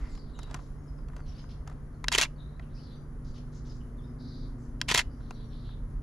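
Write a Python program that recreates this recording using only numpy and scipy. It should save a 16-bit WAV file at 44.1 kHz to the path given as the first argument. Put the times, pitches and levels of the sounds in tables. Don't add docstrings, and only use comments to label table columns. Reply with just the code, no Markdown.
import sys
import numpy as np
from scipy import signal
from scipy.fft import rfft, irfft
from scipy.io import wavfile

SR = 44100
rng = np.random.default_rng(int(sys.argv[2]) if len(sys.argv) > 2 else 0)


def store_wav(level_fs):
    pcm = np.round(np.clip(np.atleast_2d(level_fs), -1, 1) * 32767)
    wavfile.write(sys.argv[1], SR, pcm.T.astype(np.int16))


def elevation(decibels):
    levels = np.asarray(decibels, float)
    return 10 ** (levels / 20)


N = 265526

# t/s, peak level/dB
LATCH = [
    (2.0831, -10),
    (4.8143, -11.5),
]


def rms_one(x):
    return x / np.sqrt(np.mean(x ** 2) + 1e-20)


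def in_time(rows):
    s, *columns = np.transpose(rows)
    return [np.interp(np.arange(N) / SR, s, c) for c in columns]


def at_hz(points, size):
    hz = np.maximum(np.arange(size // 2 + 1) * SR / size, 1)
    table_hz, value = np.array(points).T
    return np.interp(np.log(hz), np.log(table_hz), value)


def drift(rate_hz, size):
    r, run_in = np.exp(-2 * np.pi * rate_hz / SR), 8000
    noise = rng.standard_normal(size + run_in)
    return rms_one(signal.lfilter([1], [1, -2 * r, r * r], noise)[run_in:])


def pan(x, db):
    return x * elevation(np.array([db / 2, -db / 2])).reshape(2, -1)


def ring(x, hz, t60_s):
    r, w = elevation(-60 / (t60_s * SR)), 2 * np.pi * hz / SR
    return signal.lfilter([0, np.sin(w)], [1, -2 * r * np.cos(w), r * r], x + 1e-18)


def causal(points, size):
    cepstrum = irfft(np.log(elevation(np.maximum(at_hz(points, size), -80))), size)
    cepstrum[1:size // 2] *= 2
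    cepstrum[size // 2:] = 0
    return irfft(np.exp(rfft(cepstrum)), size)[:size // 2]


def scrub(x, t60_s, wet_db):
    t = np.arange(round(.4 * SR)) / SR
    tail = rng.standard_normal((2, len(t))) * elevation(-60 * t / t60_s) * (t > .003)
    tail = elevation(wet_db) * tail / np.sqrt(np.sum(tail ** 2) / 2)
    return x + signal.fftconvolve(x * np.ones((2, 1)), tail, axes=1)[:, :N]


def far_noise(spectrum):
    # f/Hz, left-right likeness
    likeness = [(60, 0.97), (130, 0.98), (290, 0.91), (640, 0.6), (1410, 0.41), (3100, 0.17), (6820, 0.4),
                (15000, 0.76)]
    # f/Hz, left minus right level/dB
    lean = [(60, 1), (150, 0.5), (380, 0.5), (950, 4.5), (2380, 2), (5980, -0.5), (15000, 7)]
    alike = np.clip(at_hz(likeness, N), 0, 1)
    mid, side = rfft(rng.standard_normal((2, N))) * elevation(at_hz(spectrum, N))
    both = np.sqrt(1 + alike) * mid + np.sqrt(1 - alike) * side * [[1], [-1]]
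    return rms_one(irfft(pan(both, at_hz(lean, N)), N))


def heavy_rumble():
    # t/s, level/dB, left minus right/dB
    swell = [(0.0, -39, -1.5), (0.3, -40.5, -4), (2.09, -39.5, 0.0), (2.43, -43, -3), (4.44, -40.5, -1.7),
             (5.75, -41, -1.5), (6.02, -37.5, -2.5)]
    # f/Hz, density/dB per Hz
    colour = [(7.1, -31.5), (12, -1), (38, 7.5), (54, 5), (92, -7), (130, -20), (170, -41), (290, -120)]
    level_db, lean_db = in_time(swell)
    return pan(elevation(level_db + 1.5 * drift(11.0, N)) * far_noise(colour), lean_db)


def traffic_noise():
    # f/Hz, density/dB per Hz
    colour = [(53, -34), (90, -1.5), (147, -6), (192, -8), (244, -6), (348, -15.5), (441, -16.5),
              (553, -20), (820, -26.5), (1040, -24.5), (1300, -25.5), (2050, -34.5), (2450, -44.5),
              (3380, -75.5), (5720, -120)]
    return elevation(-49.5) * far_noise(colour)


def insect_hiss():
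    # f/Hz, density/dB per Hz
    colour = [(1290, -38), (2200, -11), (2910, -8), (3160, -4.5), (3410, -11), (3820, -9.5), (5020, -8.5),
              (6540, -8), (8300, -18), (9300, -12.5), (10300, -3.5), (11200, -15), (14100, -22.5),
              (15800, -37)]
    return elevation(-75.5 + .8 * drift(8, N)) * far_noise(colour)


def insects():
    # f/Hz, level/dB, t60/s
    singers = [(10700, -94, 0.024), (9490, -99, .03), (10600, -100, .03)]
    noise = rng.standard_normal((2, N))
    return sum(elevation(db) * rms_one(ring(noise, hz, t60_s)) for hz, db, t60_s in singers)


def tone(hz, db, wobble_db):
    level = elevation(db + wobble_db * drift(6.5, N))
    return np.sqrt(2) * level * np.sin(2 * np.pi * np.cumsum(hz) / SR)


def near_engine():
    # t/s, f/Hz, level/dB, second multiple/dB, third multiple/dB
    hum = [(0.0, 141.2, -50, -59, -63.5), (1.32, 145.8, -49, -74, -75), (5.58, 145.7, -50.5, -66.5, -66),
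           (6.02, 143.3, -50.5, -83, -95)]
    hz, db, second_db, third_db = in_time(hum)
    return tone(hz, db, 2.0) + tone(2 * hz, second_db, 3.3) + tone(3 * hz, third_db, 1.2)


def passing_engine():
    # t/s, second multiple f/Hz, its level/dB, fundamental/dB, third multiple/dB
    drone = [(0.0, 239.9, -56, -77, -85), (0.75, 243.4, -65, -64, -85), (4.07, 242.5, -51, -49, -61),
             (6.02, 232.5, -55, -49, -73.5)]
    hz, db, first_db, third_db = in_time(drone)
    return tone(hz, db, 0.88) + tone(hz / 2, first_db, 1.9) + tone(hz * 3 / 2, third_db, 1.5)


def brief_engine():
    # t/s, f/Hz, level/dB
    whine = [
        (4.1, 259.5, -56),
        (4.696, 270.5, -53),
        (5.2, 261.2, -59.5),
    ]
    (first_s, first_hz, _), (last_s, last_hz, _) = whine[0], whine[-1]
    hz, db = in_time([(first_s - .2, first_hz, -90)] + whine + [(last_s + 0.18, last_hz, -90)])
    return tone(hz, db, 3.6)


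def call_rows(rows, waver_hz, octaves_per_s=0):
    full = []
    for s, length_s, hz, *end, db in rows:
        end_hz = end[0] if end else hz * 2 ** (octaves_per_s * length_s)
        full.append((s, length_s, hz, end_hz, db, waver_hz))
    return full


def birds(rows, even, waver_rate_hz, throb_db, edge):
    out = np.zeros(N + SR)
    for s, length_s, start_hz, end_hz, db, waver_hz in rows:
        u = np.linspace(0, 1, round(length_s * SR))
        regular = np.sqrt(2) * np.sin(2 * np.pi * waver_rate_hz * length_s * u)
        chance = 2.1 * np.tanh(0.64 * drift(waver_rate_hz, len(u)))
        waver = even * regular + (1 - even) * chance
        hz = start_hz * (end_hz / start_hz) ** u + waver_hz * waver
        shape = np.sin(np.pi * u ** 0.69) ** edge * elevation(db + throb_db * drift(60, len(u)))
        at = round(s * SR)
        out[at:at + len(u)] += np.sqrt(2) * shape * np.sin(2 * np.pi * np.cumsum(hz) / SR)
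    return out[:N]


def clear_notes():
    # t/s, length/s, start f/Hz, level/dB
    slurs = [(.10, .04, 8200, -72), (.168, 0.044, 5500, -66), (.335, 0.055, 8200, -75),
             (.392, .05, 5680, -66), (.415, 0.034, 3200, -68), (.875, 0.019, 5400, -71),
             (.975, 0.02, 5370, -69), (1.28, 0.027, 6000, -66.5), (2.36, 0.014, 4540, -70),
             (3.98, 0.039, 3790, -75.5)]
    # t/s, length/s, f/Hz, level/dB
    pipes = [(.78, 0.097, 6600, -83.5), (1.17, .04, 6100, -80), (1.4, 0.054, 6500, -79),
             (1.48, .05, 5150, -74), (2.93, .11, 6000, -81), (2.95, .089, 4790, -81),
             (4.61, .1, 6270, -81.5), (5.33, .04, 4480, -68), (5.37, .1, 4470, -76.5),
             (5.335, 0.04, 5720, -78), (5.44, .073, 5680, -76)]
    # t/s, length/s, start f/Hz, end f/Hz, level/dB
    bends = [(.345, .025, 2700, 3300, -74), (.755, .045, 5000, 5550, -81), (.8, .05, 5500, 5450, -82),
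             (1.17, .1, 4850, 4200, -77), (1.335, .05, 4250, 5000, -68), (1.36, .05, 6100, 6550, -80),
             (1.38, .05, 5000, 5200, -69), (2.755, .05, 2250, 3100, -73), (2.905, .03, 3200, 3900, -73),
             (2.905, .045, 4200, 4800, -72), (2.935, .025, 3900, 3350, -72), (3.25, .13, 4830, 4380, -76),
             (5.34, .03, 4450, 3700, -71)]
    rows = call_rows(slurs, waver_hz=50.4, octaves_per_s=-8.5)
    rows += call_rows(pipes, waver_hz=35) + call_rows(bends, waver_hz=50)
    return birds(rows, even=0, waver_rate_hz=160, throb_db=4.5, edge=0.25)


def husky_chips():
    # t/s, length/s, f/Hz, level/dB
    chips = [(.335, 0.146, 3840, -66), (1.27, .047, 3110, -79), (1.37, .025, 3100, -80),
             (1.5, 0.053, 3120, -81), (1.94, .018, 4380, -81), (2.38, 0.05, 3770, -65.5),
             (2.43, .17, 3890, -77), (3.55, 0.032, 6500, -69), (3.685, .027, 5120, -62.5),
             (3.805, 0.017, 2950, -65), (4.035, 0.027, 3790, -73), (4.02, 0.1, 5100, -77),
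             (5.1, 0.055, 4830, -71.5), (5.64, .12, 3650, -70)]
    return birds(call_rows(chips, waver_hz=150), even=0, waver_rate_hz=600, throb_db=4.0, edge=.35)


def harsh_calls():
    # t/s, length/s, f/Hz, level/dB
    chats = [(0.0, 0.21, 5950, -75), (.58, 0.1, 5140, -70), (1.255, 0.083, 4190, -65.5),
             (1.35, 0.072, 3980, -63.5), (1.49, 0.042, 3980, -63), (3.245, 0.076, 5130, -68.5),
             (3.34, 0.053, 4390, -63), (3.52, 0.082, 5190, -65), (3.65, 0.087, 4860, -63.5),
             (3.74, 0.038, 5500, -68.5), (4.58, 0.09, 6250, -74.5)]
    # t/s, length/s, start f/Hz, end f/Hz, level/dB
    wheezes = [(.02, 0.31, 4860, 4010, -69), (2.62, 0.024, 3020, 2730, -69.5),
               (2.69, 0.059, 3480, 4180, -74.5), (2.74, 0.23, 5090, 3610, -65.5),
               (4.2, .31, 5820, 5680, -75.5), (5.1, 0.24, 5300, 5870, -79), (5.2, 0.2, 3810, 4280, -71),
               (5.35, 0.105, 3950, 3770, -68), (5.5, .13, 3810, 4160, -67), (5.5, .18, 5350, 4990, -83),
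               (5.62, .12, 4036, 3514, -64.5)]
    # t/s, length/s, f/Hz, level/dB
    croak = [(0.0, .087, 2035, -63)]
    rows = call_rows(chats, waver_hz=1090) + call_rows(wheezes, waver_hz=482) + call_rows(croak, waver_hz=300)
    return birds(rows, even=0, waver_rate_hz=1226, throb_db=2.5, edge=0.31)


def even_buzz():
    # t/s, length/s, start f/Hz, end f/Hz, level/dB
    buzz = [(4.185, 0.3, 4490, 4255, -62)]
    return birds(call_rows(buzz, waver_hz=567), even=.7, waver_rate_hz=240, throb_db=2.0, edge=.45)


def birds_in_scrub():
    song = clear_notes() + husky_chips() + harsh_calls() + even_buzz()
    return elevation(-1.5) * scrub(pan(song, 0.53), t60_s=0.33, wet_db=0.5)


def chatter(size, per_s, spread_db):
    sizes = elevation(spread_db * np.minimum(rng.exponential(1, size), 4)) * rng.choice([-1, 1], size)
    return rms_one(sizes * (rng.random(size) < per_s / SR))


def contacts(size, per_s, spread_db, apart):
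    shared, own = chatter(size, per_s, spread_db), chatter(size, per_s, spread_db)
    return shared + apart * np.array([.7, 1.0, 1.1])[:, None, None] * np.outer([1, -1], own)


def each_shot(rows):
    shots = [
        2.182,
        4.9455,
    ]
    return [[(shot + s, *rest) for s, *rest in rows] for shot in shots]


def rattle(moves, per_s, low_db, high_db, apart):
    level = 0
    for rows in moves:
        start, end = (rows[0][0] - .001, -120), (rows[-1][0] + .01, -120)
        level = level + elevation(in_time([start] + rows + [end])[0])
    tilt = elevation(np.array([low_db, 0, high_db]))[:, None, None]
    return level * elevation(1.3 * drift(160, N)) * tilt * contacts(N, per_s, 3.8, apart)


def grip_rub():
    # t/s, swell/s, fade/s, top level/dB
    rubs = [(0.0, 0.0049, 0.18, -67.5), (0.372, 0.19, 0.058, -63.5), (1.071, 0.11, .05, -74.5),
            (1.66, 0.027, 0.12, -71.5)]
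    edge_db = -17.5
    moves = [[(s, db + edge_db), (s + swell_s, db), (s + swell_s + fade_s, db + edge_db)]
             for s, swell_s, fade_s, db in rubs]
    return rattle(moves, per_s=2500, low_db=18.5, high_db=-3.5, apart=0.44)


def gear_train():
    gear_run = [(-.069, -66.5), (-.060, -35), (-.031, -32), (-.015, -44), (-.006, -48), (0.0, -31),
                (.028, -35.5), (.053, -29.5), (.088, -67)]
    return rattle(each_shot(gear_run), per_s=8200, low_db=-2.5, high_db=-4.5, apart=0.39)


def camera(knocks, trim_db, part_db, part_t60_s, rise_s, apart, first):
    t = np.arange(round(.08 * SR)) / SR
    drive = np.zeros((3, 2, N + SR))
    for s, db, low_db, high_db, t60_s, part_hz in knocks:
        range_db = np.array([[low_db + 18], [0], [high_db + 14]])
        range_t60_s = t60_s * np.array([[1.4], [1], [.8]])
        tilt = elevation(db + trim_db + range_db - 60 * t / range_t60_s)
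        layers = contacts(len(t), 16000, 1.5, apart) * (tilt * (1 - np.exp(-t / rise_s)))[:, None]
        layers[:, :, 0] = first * tilt[:, :1]
        layers[1:] += elevation(part_db) * ring(layers[1], part_hz, part_t60_s)
        at = round(s * SR)
        drive[:, :, at:at + len(t)] += layers
    return drive[:, :, :N]


def grip_touches():
    # t/s, peak level/dB, lows re mid/dB, highs re mid/dB
    handling = [(0.1516, -37, -16, -10.5), (0.1756, -39, -6, -17), (0.39, -39, 5, 1.5),
                (0.431, -45, 1, 7.5), (0.4728, -52, 7, -8), (0.511, -35.5, -1, -8),
                (0.5433, -26, 0.5, -3.5), (0.565, -48, -4, -6), (0.59, -50.5, 9.5, -17),
                (0.9862, -57, 10, -19), (1.085, -59, 12, 10), (1.098, -59, 14, -12),
                (1.133, -58.5, 14.5, -4), (1.1645, -43.5, 6, 0.5), (1.192, -56.5, 13.5, -13),
                (1.203, -53, 10, -7), (1.4403, -54.5, 10.5, -10), (1.667, -60, 16, -15),
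                (1.6752, -52, 15, 13.5), (1.698, -53, 10, 4), (1.7138, -59, 16, -15), (1.726, -52, -1, -4),
                (5.2071, -56, 10.5, -14), (5.69, -52.5, 6.5, -26)]
    grip_t60_s, grip_hz = 0.022, 1000
    knocks = [(*row, grip_t60_s, grip_hz) for row in handling]
    return camera(knocks, trim_db=-15.5, part_db=-27.0, part_t60_s=0.01, rise_s=0.00067, apart=0.3, first=2.4)


def button_knocks():
    # t/s, peak level/dB, lows re mid/dB, highs re mid/dB, ringing part f/Hz
    presses = [(2.042, -23.5, -14, -16.5, 2410), (2.596, -39.5, -1, -34, 2330),
               (5.308, -33.5, -5, -12, 2590)]
    t60_s = .016
    knocks = [(s, db, low_db, high_db, t60_s, hz) for s, db, low_db, high_db, hz in presses]
    return camera(knocks, trim_db=-10.5, part_db=-20.5, part_t60_s=0.0061, rise_s=.0002, apart=.25, first=2.5)


def latch_knocks():
    snap_sound, bounce_sound = (-19, -11, 0.0151, 5250), (-12, -25, .028, 3000)
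    pawl_lead_s, pawl_db = .0104, -45
    bounce_delay_s, bounce_db = .004, -19
    knocks = []
    for s, db in LATCH:
        knocks.append((s - pawl_lead_s, pawl_db, *snap_sound))
        knocks.append((s, db, *snap_sound))
        knocks.append((s + bounce_delay_s, db + bounce_db, *bounce_sound))
    return camera(knocks, trim_db=-14.5, part_db=-20, part_t60_s=0.0038, rise_s=.0001, apart=.25, first=.1)


def cycle_knocks():
    # t/s, peak level/dB, highs re mid/dB, chatter t60/s, ringing part f/Hz
    first_shot = [(2.1172, -11.5, -20, 0.024, 2100), (2.1235, -15, -8, 0.033, 2200),
                  (2.138, -20, -10, 0.031, 3200), (2.1488, -10, -8, .025, 3310),
                  (2.158, -18, -10, 0.026, 2300), (2.178, -21, -3, 0.067, 7000),
                  (2.183, -6.5, -5, 0.019, 2100), (2.188, -15, -12, .012, 2100),
                  (2.194, -15, -9, 0.017, 3700), (2.2, -17, -8, 0.023, 4300),
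                  (2.2121, -10, -6.5, 0.029, 3750), (2.219, -12, -8.5, 0.02, 2000),
                  (2.2262, -15, -8, .025, 3000), (2.234, -18.5, -8, 0.022, 6900),
                  (2.243, -20.5, -14, .02, 1830), (2.249, -24, -22.5, 0.041, 2400)]
    second_shot = [(4.884, -23, -11, .04, 3350), (4.889, -15, -10, .02, 3420), (4.899, -19, -12, .03, 3300),
                   (4.9127, -10.5, -10, .022, 3400), (4.92, -16, -8, 0.027, 2290),
                   (4.929, -22.5, -10.5, 0.0097, 1900), (4.941, -22, -3, .06, 7100),
                   (4.946, -7.5, -4.5, .018, 2194), (4.957, -14, -8, .018, 3700),
                   (4.963, -18, -8, .025, 4300), (4.9753, -11, -7, .035, 3410),
                   (4.9813, -13, -5.5, 0.018, 6870), (4.99, -13.5, -10, .025, 3300),
                   (4.996, -15, -12, .018, 3400), (5.004, -19.5, -14, .025, 2200),
                   (5.012, -23.5, -18.5, .025, 2400)]
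    low_db = -20.5
    knocks = [(s, db, low_db, *rest) for s, db, *rest in first_shot + second_shot]
    return camera(knocks, trim_db=-10.5, part_db=-23.5, part_t60_s=0.009, rise_s=0.0006, apart=.2, first=.1)


def strikes():
    # t/s, peak level/dB, ringing part f/Hz
    hits = [(2.1504, -12.5, 3300), (2.1837, -9, 6900), (2.1853, -9.5, 2100), (2.2133, -11.5, 3730),
            (2.2211, -10, 6700), (4.9142, -14, 7000), (4.9468, -10, 7000), (4.9486, -11, 2193),
            (4.9764, -10, 3500), (4.978, -13.5, 6870), (4.9932, -14, 3300)]
    trim_db, ring_db, t60_s = -.5, -17, 0.0056
    out, t = np.zeros(N), np.arange(round(.02 * SR)) / SR
    for s, db, hz in hits:
        click = t == 0
        part = elevation(ring_db - 60 * t / t60_s) * np.sin(2 * np.pi * hz * t) + click
        at = round(s * SR)
        out[at:at + len(t)] += elevation(db + trim_db) * part
    return out * elevation(np.array([-3.0, 0, .3]))[:, None, None]


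def snaps():
    clicks = np.zeros(N)
    for s, db in LATCH:
        clicks[round((s + .0004) * SR)] = elevation(db - 3)
    return ring(clicks, 5300, .005) - .45 * ring(clicks, 1600, .012)


def thumps():
    stops = [(-.032, -26.5, 398.6), (-.027, -30.5, 900), (0.0, -23, 453.3), (.002, -24, 980),
             (.012, -30, 950), (.030, -31.5, 600), (.048, -33, 950)]
    # t/s, peak level/dB, f/Hz
    grip_thump = [(0.543, -35.5, 260)]
    out, push = np.zeros(N), np.hanning(40) / 20
    for s, db, hz in sum(each_shot(stops), grip_thump):
        clicks, at = np.zeros(N), round(s * SR)
        clicks[at:at + len(push)] = elevation(db + 3.5) * push
        out += ring(clicks, hz, t60_s=0.019)
    return out


def spring_rings(gears):
    # f/Hz, level/dB, t60/s
    springs = [(2950, -64, .35), (4970, -65, .3), (2620, -70, .3), (3900, -68, .3), (6000, -73, .2)]
    return sum(elevation(db) * ring(gears[1, 0], hz, t60_s) for hz, db, t60_s in springs)


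def body_response(ring_db):
    # f/Hz, width/Hz, level/dB
    resonances = [(1060, 82, -2.5), (1190, 100, -12), (2120, 190, 2.5), (2610, 930, 2), (2730, 72, -7),
                  (3300, 67, -11), (3820, 41, -17), (4600, 49, -18), (6700, 190, -19.5), (7200, 210, -11.5),
                  (8620, 230, -28.5), (9700, 150, -9.5)]
    # f/Hz, density/dB per Hz
    shell = [(330, -36), (560, -5), (840, -9), (980, -1.5), (1370, -2.5), (2090, -5.5), (2340, -0.5),
             (3410, -1.5), (5640, -7.5), (7160, -8), (8010, -14.5), (12400, -27.5), (15900, -48)]
    # f/Hz, left minus right level/dB
    body_lean = [(60, -0.5), (130, -0.5), (290, 0.0), (640, 0.0), (1410, 1.5), (3100, -1.5), (6820, 0.5),
                 (15000, 2.0)]
    t, rings = np.arange(2048) / SR, 0
    for hz, width_hz, db in resonances:
        decay = np.exp(-np.pi * width_hz * t)
        rings = rings + elevation(db) * np.sqrt(width_hz / 100) * decay * np.sin(2 * np.pi * hz * t)
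    response = rms_one(causal(shell, size=4096)) + elevation(ring_db) * rms_one(rings)
    port_colours = [causal(np.array(body_lean) * [1, side / 2], size=256) for side in (1, -1)]
    return signal.fftconvolve(response[None], port_colours, axes=1)


def ports(x):
    port_db, top_db, t60_s = -13, -34, .02
    mono = x.mean(axis=0)
    paths = rng.standard_normal(600) * elevation(-60 * np.arange(600) / SR / t60_s)
    paths = elevation(port_db) * paths / np.sqrt(np.sum(paths ** 2))
    top = elevation(top_db) * np.convolve(mono, [1, -4, 6, -4, 1], "same")
    return x + np.outer([1, -1], signal.fftconvolve(mono, paths)[:N] + top)


def body(drive, gears):
    low = signal.sosfilt(signal.butter(4, 1350, "low", fs=SR, output="sos"), drive[0])
    mid = signal.sosfilt(signal.butter(2, [1400, 5500], "band", fs=SR, output="sos"), drive[1])
    high = signal.sosfilt(signal.butter(2, 5500, "high", fs=SR, output="sos"), drive[2])
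    response = body_response(ring_db=-4.0) / 45
    knocks = signal.fftconvolve(low - mid + high, response, axes=1)[:, :N]
    return scrub(ports(knocks + snaps()) + spring_rings(gears) + thumps(), t60_s=0.19, wet_db=-28)


def scene():
    background = heavy_rumble() + traffic_noise() + insect_hiss() + insects()
    engines = near_engine() + passing_engine() + brief_engine()
    gears = gear_train()
    handling = grip_rub() + grip_touches() + button_knocks()
    shutter = latch_knocks() + cycle_knocks() + strikes() + gears
    return background + engines + birds_in_scrub() + body(handling + shutter, gears)


def low_pass(x):
    return signal.sosfilt(signal.butter(12, 16130, fs=SR, output="sos"), x)


def record(dry):
    ceiling = .8
    rounded = ceiling * np.tanh(dry / ceiling)
    dulled = signal.sosfilt(signal.butter(3, 14300, "low", fs=SR, output="sos"), rounded)
    mix = signal.sosfilt(signal.cheby2(12, 70, 16400, fs=SR, output="sos"), dulled)
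    return low_pass(mix)


dry = scene()
out = record(dry)
store_wav(out)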